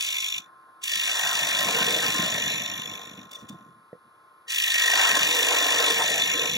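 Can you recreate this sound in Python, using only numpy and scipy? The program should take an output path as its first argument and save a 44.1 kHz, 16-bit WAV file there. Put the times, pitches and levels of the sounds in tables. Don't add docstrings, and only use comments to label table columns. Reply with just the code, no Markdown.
import sys
import numpy as np
from scipy import signal
from scipy.fft import rfft, irfft, next_fast_len
from scipy.io import wavfile
from scipy.ndimage import uniform_filter1d

SR = 44100
rng = np.random.default_rng(int(sys.argv[2]) if len(sys.argv) > 2 else 0)


def unload_audio(sound):
    columns = np.transpose(np.atleast_2d(sound))
    steps = np.round(np.clip(columns, -1, 1) * 32767)
    wavfile.write(sys.argv[1], SR, steps.astype(np.int16))


N = 289737

# time in seconds, spindle speed in turns per second.
SPINDLE_SPEED = [(0, 25.3), (1.7, 25.28), (2.4, 25.19), (3.2, 25.29), (6.57, 25.28)]
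# centre in Hz, width in Hz, level when rubbed in dB, when cutting in dB.
GOUGE_MODES = [(1796, 450, -13, -15), (2243, 184, 6, -7.5), (2533, 260, 9.5, -1), (2860, 375, 8, 3.5),
               (3226, 150, -3, -2), (3508, 320, 8, -3.5), (3962, 297, 2, -6.5), (4514, 170, -47, -6),
               (4830, 420, -60, -12), (5740, 860, -9.5, -8), (6750, 725, -3.5, -9), (7870, 940, -16, -13),
               (8580, 1300, -77, -18.5), (9555, 280, -47.5, -11.5), (11280, 1480, -15.5, -20.5),
               (13030, 700, -11.5, -15), (14200, 500, -26.5, -25), (15600, 1600, -71.5, -22.5)]
# centre in Hz, width in Hz, level in dB.
BENDING_MODES = [(1714, 93, -7), (1811, 89, 2.5), (1842, 248, 4), (1910, 130, -11)]
# centre in Hz, width in Hz, level in dB.
DISC_MODES = [(297.7, 56, -3), (472.5, 112, 0.5), (635, 170, -4), (744, 158, -1), (970, 290, -4),
              (1061, 60, 3.5), (1340, 500, -7.5), (1580, 330, -2)]
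# pitch in Hz, wander in Hz, level in dB, lag in turns,
# change in a deep cut in dB, length of the ring as a factor, level at the second and at the third hard spot in dB.
SQUEAK_MODES = [(2520, 60, -4, .03, 2, 1.3, -3, -12), (3300, 90, -1, .04, -3, 1, -4, -16),
                (3540, 80, 5.3, .04, -3.8, 1, -2.5, -18), (5830, 130, 1.5, -.02, 0, .75, 0, -9),
                (6900, 110, -.5, -.04, 1, .75, 0, -5), (12600, 200, -10.5, 0, -1.5, 1.1, -2, -14)]
GRAIN_SPOTS = [(-.005, .075, .3), (.45, .075, 1.2), (.73, .06, 0)]
SPOT_SCRAPE_DB = [0, -2, -20]
# time in seconds, delay in turns.
BITE_DELAY = [(3.8, 0), (4.5, .15), (4.9, .15), (5.05, .02), (5.7, 0)]
# edge fully in at (s), eases off at (s), out of the wood at (s), bevel rubbing in dB,
# shaving hiss in dB, shaving thins from (s), thinning in dB/s, chatter in dB, chatter dies from (s),
# rumble in dB, rumble full at (s), rumble fades from (s).
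GOUGE_PASSES = [(-0.1, 0.337, 0.49, -35.5, -43, 0.018, 31.5, -53, 0.02, -69.5, 0.02, 0.4),
                (0.838, 2.524, 3.75, -34.5, -42.5, 2.18, 37.5, -33, 2.466, -41, 1.82, 2.5),
                (4.498, 6.2, 11, -32.5, -40, 5.93, 19.5, -29.5, 6.23, -47.5, 6, 7.5)]
# time in seconds, level of the tearing in the disc in dB.
CUT_DEPTH = [
    [(0.0, -60), (0.266, -64.5), (0.8, -70)],
    [(0.85, -69), (1.1, -48.5), (1.28, -41.5), (1.6, -37.5), (1.7, -36), (1.97, -34), (2.43, -41.5),
     (2.85, -51.5), (3.55, -61), (3.79, -77), (3.85, -84)],
    [(4.45, -96), (4.53, -65), (4.85, -45), (4.98, -35), (5.14, -38.5), (5.18, -33), (5.29, -42),
     (5.52, -30), (5.64, -29.5), (5.77, -35.5), (5.84, -29.5), (5.95, -43), (6.02, -28.5), (6.1, -39.5),
     (6.19, -35), (6.24, -44.5), (6.41, -38.5), (6.57, -51)],
]
# time in seconds, level in dB.
GROWL_LEVEL = [
    [(0.85, -75), (1.21, -58), (1.62, -50), (1.65, -38.5), (1.73, -43.5), (2.13, -39), (2.3, -52.5),
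     (2.39, -45), (2.4, -52), (3.3, -64.5)],
    [(4.55, -70), (4.83, -58), (4.86, -48), (5.36, -43.5), (5.44, -38.5), (5.78, -42.5), (5.81, -34.5),
     (6.3, -46.5), (6.38, -38), (6.55, -49.5)],
]
# centre in seconds, half length in seconds, level in dB.
HEADSTOCK_JOLTS = [(0.393, 0.028, -55), (0.969, 0.019, -50.5), (1.256, 0.026, -53), (1.414, 0.074, -49),
                   (1.654, 0.046, -41), (2.203, 0.05, -38), (2.62, 0.04, -55), (2.78, 0.056, -47),
                   (2.912, 0.032, -41.5), (3.176, 0.089, -46), (3.44, 0.02, -42.5), (3.525, 0.034, -42),
                   (3.62, 0.15, -54.5), (4.065, 0.033, -64.5), (4.963, 0.046, -56), (5.125, 0.033, -43),
                   (5.23, 0.071, -45), (5.423, 0.09, -55), (6.54, 0.031, -36.5)]
# centre in seconds, half length in seconds, level in dB.
CHATTER_FLARES = [(5.046, 0.068, -40), (5.154, 0.016, -25)]
# strongest at (s), level in dB, rise in dB/s, fall in dB/s.
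ENTRY_JUDDERS = [(0.9, -40.5, 297, 11), (4.885, -24, 54.5, 85)]
# centre in seconds, half length in seconds, change in dB.
EDGE_CATCHES = [(0.385, 0.0076, 8.5), (0.868, 0.0075, -2), (2.717, 0.02, 0.5), (2.776, 0.014, 2),
                (2.68, 0.041, 0.5), (2.805, 0.008, 0.5), (2.858, 0.0067, 2.5), (2.947, 0.017, 3.5),
                (3.03, 0.024, 0.5), (3.16, 0.015, -3), (3.28, 0.025, -8), (5.076, 0.17, 2),
                (5.137, 0.0059, -6), (5.185, 0.0052, -5.5)]
# centre in seconds, half length in seconds, level in dB.
GRAZES = [(0.245, 0.0026, -27), (0.841, 0.0048, -28.5), (0.882, 0.0025, -27), (2.82, 0.0025, -36),
          (3.177, 0.0035, -52.5), (3.3163, 0.0049, -38), (3.334, 0.0043, -39), (3.356, 0.01, -44),
          (3.4, 0.037, -54.5), (3.493, 0.0059, -38), (3.522, 0.025, -59)]
# time in seconds, level in dB.
REST_KNOCKS = [(3.9297, -29), (3.952, -43)]
# centre in Hz, width in Hz, level in dB.
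REST_MODES = [(175, 120, -2), (326, 110, -8.5), (503, 135, 2.5), (645, 140, -8), (1900, 300, 1)]
# frequency in Hz, level in dB.
HEADSTOCK_COLOUR = [(25, -37), (50, -31), (75, -21), (100, -2.5), (130, -4.5), (165, 1), (215, 3.5),
                    (300, -3.5), (450, -21.5), (900, -44.5), (2500, -50.5), (7000, -75)]
# frequency in Hz, level in dB.
MOTOR_TONES = [(333.8, -72.5), (759.0, -77), (963.6, -77.5), (1023, -74), (1055, -54.5), (1082, -58.5),
               (1114, -76.5), (1174, -64), (1206, -65), (1276, -78.5), (1324, -65), (1357, -70),
               (1416, -69.5), (1443, -60), (1475, -75), (1567, -83), (1642, -69), (1755, -71)]
# centre in seconds, half length in seconds, rise in dB.
LOAD_SURGES = [(1.35, 0.14, 1.5), (1.79, 0.08, 14), (2.17, 0.08, 12), (5.06, 0.023, 5), (5.7, 0.16, 14)]
# frequency in Hz, level in dB.
CONTROLLER_TONES = [(8608, -93), (9932, -82.5), (10051, -82), (10174, -81), (11133, -86.5), (11256, -97),
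                    (11375, -84.5)]
# frequency in Hz, level in dB.
IDLE_COLOUR = [(30, -32), (100, -4), (170, -6), (330, -1.5), (780, -1.5), (1300, 3), (1800, -8.5),
               (2400, -9), (4400, -17), (7500, -29), (12000, -27.5), (15000, -43)]
# frequency in Hz, lead of the left in radians.
PORT_LEAD = [(200, 0), (430, -.2), (800, .7), (1250, .7), (2000, -1.3), (2400, -2.45), (2700, -3.0),
             (2980, -3.28), (3400, -4.7), (3800, -5.7), (4400, -6.15), (5250, -5.5), (6300, -6.15),
             (7300, -5.1), (8400, -6.28), (11000, -6.28), (12600, -6.65), (15600, -6.4)]
# frequency in Hz, left minus right in dB.
PORT_LEVEL = [(380, -0.5), (700, 2), (1300, 2), (1800, 4), (2400, 0.3), (2850, 0)]

T = np.arange(N) / SR
SIZE = 2 * next_fast_len(N // 2 + 8192)
FREQ = np.maximum(np.fft.rfftfreq(SIZE, 1 / SR), 1)

FIRST_END_GRAIN_S = 0.0087
ATTACK_DB_PER_S, CHATTER_BUILD_S, CHATTER_FADE_DB_PER_S = 1092.5, 0.14, 35.5
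RUB_BUILD = 0.78
RUMBLE_RISE_DB_PER_S, RUMBLE_FADE_DB_PER_S = 33, 29
LIFT_DB, LIFT_POWER = 43, 1.22
TRAVEL_S, DULLING_DB, LEVERAGE_LOSS = 1.17, 11.5, 0.39
JUDDER_HZ = 1860
TICK_TILT_DB, TICK_GRIT_DB = -12.5, -7
KNOCK_SOFT_HZ = 1000
MOTOR_HZ = 30.11
FREE_RUN_DB, LOAD_SLOPE, LOAD_WAVER = -73, 0.63, 0.18
FULL_LOAD_DB = 15
IDLE_DB = -63.5
DIP_HZ, DIP_WIDTH_HZ = 2840, 510
TOP_HZ = 15800


def cutting():
    rub_db, hiss_db, chatter_db, rumble_db = passes()
    tear_db = cut_depth()
    growl_db = np.interp(T, *np.vstack(GROWL_LEVEL).T)
    turn = np.cumsum(np.interp(T, *np.transpose(SPINDLE_SPEED))) / SR - FIRST_END_GRAIN_S * SPINDLE_SPEED[0][1]
    late = turn - bite_lag()
    contact = np.clip((rub_db + 82.5) / 12, 0, 1)
    depth = np.clip((tear_db + 67.0) / 18, 0, 1)
    shaving = np.clip((hiss_db + 61.5) / 6, 0, 1) * depth
    bite = hard_spots(turn, SPOT_SCRAPE_DB, between_db=-4 + 4 * shaving, ragged_db=1.2, stretch=1.2)
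    drag = end_grain(late - .3, twice_db=0.1, once_db=0.5, ragged_db=1.4)
    snapping = drag * (fibres(1100, 3.1, 0.31) + apart(0.32))

    edge = bevel_rub(bite, turn, shaving) * undb(rub_db - 1.44)
    edge = edge + shaving_hiss(bite) * undb(hiss_db - 3.0)
    edge = edge + gouge_chatter(late, depth) * undb(chatter_db - 3.0)
    edge = edge + judder(late - .03)
    disc = disc_tear(snapping) * undb(tear_db - 1.0) + contact * disc_growl(snapping) * undb(growl_db + 1.5)
    wood_and_tool = (contact * edge + disc) * undb(bumps(EDGE_CATCHES))
    return wood_and_tool + headstock_rumble(drag) * undb(rumble_db - 2.0)


def bevel_rub(bite, turn, shaving):
    band = (5500, 7200)
    modes = np.array(GOUGE_MODES, float)[:, [0, 1, 2]]
    scrape = unit(ring(bite * fibres(9000, 1.7, 0.84), resonances(modes)), band)
    scrape = unit(shifting(scrape, [2300, 2850, 3500, 6000, 9000, 12500], depth_db=2.6, rate=50), band)
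    song = unit(squeaks(turn, shaving, ragged_db=1.5), band)
    singing = .85 - .08 * shaving
    return np.sqrt(1 - singing) * scrape + np.sqrt(singing) * song


def squeaks(turn, shaving, ragged_db):
    out = 0
    for hz, wander_hz, db, lag, deep_db, stretch, *later_db in SQUEAK_MODES:
        catch = hard_spots(turn - lag - .018 * walk(40), [0, *later_db], between_db=-21 + 5 * shaving,
                           ragged_db=1.4, stretch=stretch)
        level_db = db + deep_db * shaving + ragged_db * walk(75)
        out = out + catch * undb(level_db) * sing(hz, wander_hz)
    return out


def sing(hz, wander_hz):
    pitch_hz = hz + wander_hz * (.8 * walk(90) + .5 * walk(500))
    return np.sin(2 * np.pi * np.cumsum(pitch_hz) / SR)


def shaving_hiss(bite):
    band = (8200, 9700)
    modes = np.array(GOUGE_MODES, float)[:, [0, 1, 3]]
    hiss = unit(ring(bite * fibres(6000, 2.8, 0.79), resonances(modes)), band)
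    return unit(shifting(hiss, [2500, 4500, 7000, 9500, 13000], depth_db=1.7, rate=70), band)


def gouge_chatter(late, depth):
    rebound = end_grain(late - .12, twice_db=7.5 - 5 * depth, once_db=.5, ragged_db=1.6)
    push = rebound * (fibres(2500, 0.9, 0.83) + apart(0.33))
    return unit(ring(push, resonances(BENDING_MODES)), band=(1700, 2000))


def judder(turn):
    levels = [db - rise * np.maximum(s - T, 0) - fall * np.maximum(T - s, 0) for s, db, rise, fall in ENTRY_JUDDERS]
    bursts = end_grain(turn, twice_db=10, once_db=2, ragged_db=1, sharp=.05)
    hz = JUDDER_HZ + 12 * walk(110) + 22 * walk(600)
    tone = np.sqrt(2) * np.sin(2 * np.pi * np.cumsum(hz) / SR)
    return undb(np.max(levels, axis=0)) * bursts * tone


def disc_tear(snapping):
    slope_db = DULLING_DB * (.52 - inward())
    tear = ring(snapping, resonances(DISC_MODES[2:]) * no_bass())
    tear = shifting(tear, [600, 800, 1060, 1500], depth_db=2.8, rate=14, slope_db=slope_db)
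    return unit(tear, band=(420, 950))


def disc_growl(snapping):
    growl = ring(snapping, resonances(DISC_MODES[:2]) * no_bass())
    return unit(shifting(growl, [285, 470], depth_db=2.8, rate=14), band=(420, 950))


def no_bass():
    return 1 / (1 + (210 / FREQ) ** 4)


def headstock_rumble(drag):
    shake = drag * (fibres(300, 2.7, 0.43) + apart(0.1))
    return unit(ring(shake, undb(along(HEADSTOCK_COLOUR))), band=(80, 260))


def hard_spots(turn, strengths_db, between_db, ragged_db, stretch=1):
    bite, shift = undb(between_db), bite_lag()
    for (place, half, follows), db in zip(GRAIN_SPOTS, strengths_db):
        off = (turn - place - follows * shift + .5) % 1 - .5
        width = half * np.where(off < 0, .7, 1.25 * stretch)
        bite = bite + undb(db + ragged_db * walk(50)) * np.exp(-(off / width) ** 2)
    return bite / np.sqrt(uniform_filter1d(bite ** 2, SR // 8))


def end_grain(turn, twice_db, once_db, ragged_db, sharp=0.61):
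    angle = 2 * np.pi * turn
    both_db = twice_db * (np.cos(2 * angle) + sharp * np.cos(4 * angle))
    bite = undb(both_db + once_db * np.cos(angle) + ragged_db * walk(170))
    return bite / np.sqrt(uniform_filter1d(bite ** 2, SR // 8))


def fibres(per_s, spread_db, smooth):
    size = undb(spread_db * np.minimum(rng.exponential(size=N), 4))
    snaps = (rng.random(N) < per_s / SR) * rng.choice([-1, 1], N) * size
    return snaps / np.std(snaps) + smooth * rng.standard_normal(N)


def shifting(x, centres_hz, depth_db, rate, slope_db=0):
    spectrum, out = rfft(x, SIZE), 0
    for hz, weights in zip(centres_hz, np.eye(len(centres_hz))):
        group = irfft(spectrum * np.interp(FREQ, centres_hz, weights))[..., :N]
        gain_db = depth_db * walk(rate) + slope_db * np.log2(hz / centres_hz[0])
        out = out + group * undb(gain_db)
    return out


def passes():
    layers = []
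    for (touch_s, ease_s, out_s, rub_db, hiss_db, thin_s, thinning,
         chatter_db, dies_s, rumble_db, full_s, fades_s) in GOUGE_PASSES:
        lift_db = -LIFT_DB * np.maximum((T - ease_s) / (out_s - ease_s), 0) ** LIFT_POWER
        build_db = 20 * np.log10(1 - .9 * np.exp(-np.maximum(T - touch_s, 0) / CHATTER_BUILD_S))
        shake_db = -RUMBLE_RISE_DB_PER_S * np.maximum(full_s - T, 0)
        layers.append([rub_db + stroke(touch_s, ease_s, 0) + lift_db + RUB_BUILD * build_db,
                       hiss_db + np.minimum(stroke(touch_s, thin_s, thinning), 1.64 * lift_db),
                       chatter_db + build_db + stroke(touch_s, dies_s, CHATTER_FADE_DB_PER_S),
                       rumble_db + shake_db + stroke(touch_s, fades_s, RUMBLE_FADE_DB_PER_S)])
    rub, hiss, chatter, rumble = np.max(layers, axis=0)
    return rub, hiss, swells(chatter, CHATTER_FLARES), swells(rumble, HEADSTOCK_JOLTS)


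def stroke(touch_s, ease_s, fall_db_per_s):
    return -ATTACK_DB_PER_S * np.maximum(touch_s - T, 0) - fall_db_per_s * np.maximum(T - ease_s, 0)


def cut_depth():
    return np.interp(T, *np.vstack(CUT_DEPTH).T)


def bite_lag():
    return np.interp(T, *np.transpose(BITE_DELAY))


def inward():
    share = np.zeros(N)
    for touch_s, *_ in GOUGE_PASSES:
        share = np.where(T >= touch_s, (T - touch_s) / TRAVEL_S, share)
    return uniform_filter1d(np.clip(share, 0, 1), size=SR // 20)


def ticks():
    band = (3000, 15000)
    touch = sum(undb(db) * np.exp(-((T - s) / half_s) ** 2) for s, half_s, db in GRAZES)
    chirp = 0
    for hz, wander_hz, db, *_ in SQUEAK_MODES[2:]:
        tilt_db = TICK_TILT_DB * np.log2(hz / SQUEAK_MODES[2][0])
        chirp = chirp + undb(db + tilt_db + 4.5 * walk(120)) * sing(hz, wander_hz)
    body = resonances(np.array(GOUGE_MODES, float)[:, [0, 1, 3]])
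    grit = ring(fibres(5400, 2.2, 0.8), body * FREQ / (FREQ + 6000))
    return touch * (unit(chirp, band) + undb(TICK_GRIT_DB) * unit(grit, band))


def knocks():
    push = np.zeros(N)
    for s, db in REST_KNOCKS:
        push[int(s * SR)] = undb(db)
    body = resonances(REST_MODES) / (1 + (90 / FREQ) ** 2) / (1 + (FREQ / KNOCK_SOFT_HZ) ** 4)
    return ring(push, body) / abs(ring(np.ones(1), body)).max()


def motor():
    load_db = LOAD_SLOPE * (1 - LEVERAGE_LOSS * inward()) * np.maximum(cut_depth() - FREE_RUN_DB, -8)
    load_db = np.minimum(load_db, FULL_LOAD_DB) + bumps(LOAD_SURGES)
    waver_db = .7 + 2.3 * np.clip((load_db - 5) / 12, 0, 1)
    load_db = load_db * (1 + LOAD_WAVER * walk(7))
    angle = 2 * np.pi * np.cumsum(MOTOR_HZ * (1 + 0.0002 * walk(7.1))) / SR
    out = 0
    for hz, db in MOTOR_TONES:
        main = np.exp(-((hz - 1060) / 60) ** 2)
        swell_db = (0.57 + 0.15 * main) * load_db + 2.7 * main - 3.5
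        start = (1 - main) ** 2 * rng.uniform(-np.pi, np.pi)
        drift = .07 * waver_db * walk(15)
        tone = np.sin(np.round(hz / MOTOR_HZ) * angle + start + drift)
        out = out + undb(db + swell_db + waver_db * walk(12)) * tone
    return out


def controller():
    out = 0
    for hz, db in CONTROLLER_TONES:
        level = undb(db + 1.5 + 2.2 * walk(8.1))
        out = out + level * np.sin(2 * np.pi * hz * T + 0.885 * walk(40))
    return out


def fan():
    air = rng.standard_normal(N) + apart(0.16)
    rush = unit(ring(air, undb(along(IDLE_COLOUR))), band=(450, 950))
    return undb(IDLE_DB - 6.0 + 0.56 * walk(7.6)) * rush


def workshop(x, t60_s, wet_db, treble_hz):
    tails = rng.standard_normal((2, N)) * undb(-60 * T / t60_s) * (T > .002)
    tails /= np.sqrt(np.sum(tails ** 2, axis=1, keepdims=True))
    colour = FREQ / np.hypot(FREQ, 450) / (1 + (FREQ / treble_hz) ** 2)
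    colour = colour * (1 - .85 * np.exp(-((FREQ - DIP_HZ) / DIP_WIDTH_HZ) ** 2))
    return undb(wet_db) * irfft(rfft(x, SIZE) * rfft(tails, SIZE) * colour)[:, :N]


def ports(x):
    half = .5j * along(PORT_LEAD)
    tilt = undb(along(PORT_LEVEL) / 2)
    return irfft(rfft(x, SIZE) * np.array([tilt * np.exp(half), np.exp(-half) / tilt]))[:, :N]


def apart(share):
    return share * rng.standard_normal((2, N))


def undb(db):
    return 10 ** (np.asarray(db) / 20)


def along(points):
    hz, value = np.transpose(points)
    return np.interp(np.log(FREQ), np.log(hz), value)


def resonances(modes):
    return np.sqrt(sum((undb(db) / (1 + (2 * (FREQ - hz) / width) ** 2)) ** 2 for hz, width, db in modes))


def ring(x, gain):
    cepstrum = irfft(np.log(gain + 1e-7))
    cepstrum[1:SIZE // 2] *= 2
    cepstrum[SIZE // 2 + 1:] = 0
    return irfft(rfft(x, SIZE) * np.exp(rfft(cepstrum)))[..., :N]


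def unit(x, band):
    inside = (FREQ > band[0]) & (FREQ < band[1])
    power = 2 * np.sum(abs(rfft(x, SIZE)[..., inside]) ** 2) / SIZE / x.size
    return x / np.sqrt(power)


def walk(rate):
    k = max(int(SR / rate), 1)
    steps = np.repeat(rng.standard_normal(N // k + 1), k)
    return 1.37 * uniform_filter1d(uniform_filter1d(steps, k), k)[:N]


def swells(base_db, events):
    power = undb(base_db) ** 2
    for s, half_s, db in events:
        power = power + (undb(db) * np.exp(-((T - s) / half_s) ** 2)) ** 2
    return 10 * np.log10(power + 1e-14)


def bumps(events):
    return sum(db * np.exp(-((T - s) / half_s) ** 2) for s, half_s, db in events)


def scene():
    lathe = cutting() + ticks() + knocks() + motor() + controller() + fan()
    return ports(lathe) + workshop(lathe, t60_s=0.079, wet_db=-5.0, treble_hz=5040)


def record(dry):
    return signal.sosfilt(signal.ellip(10, .2, 80, TOP_HZ, fs=SR, output="sos"), dry)


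dry = scene()
out = record(dry)
unload_audio(out)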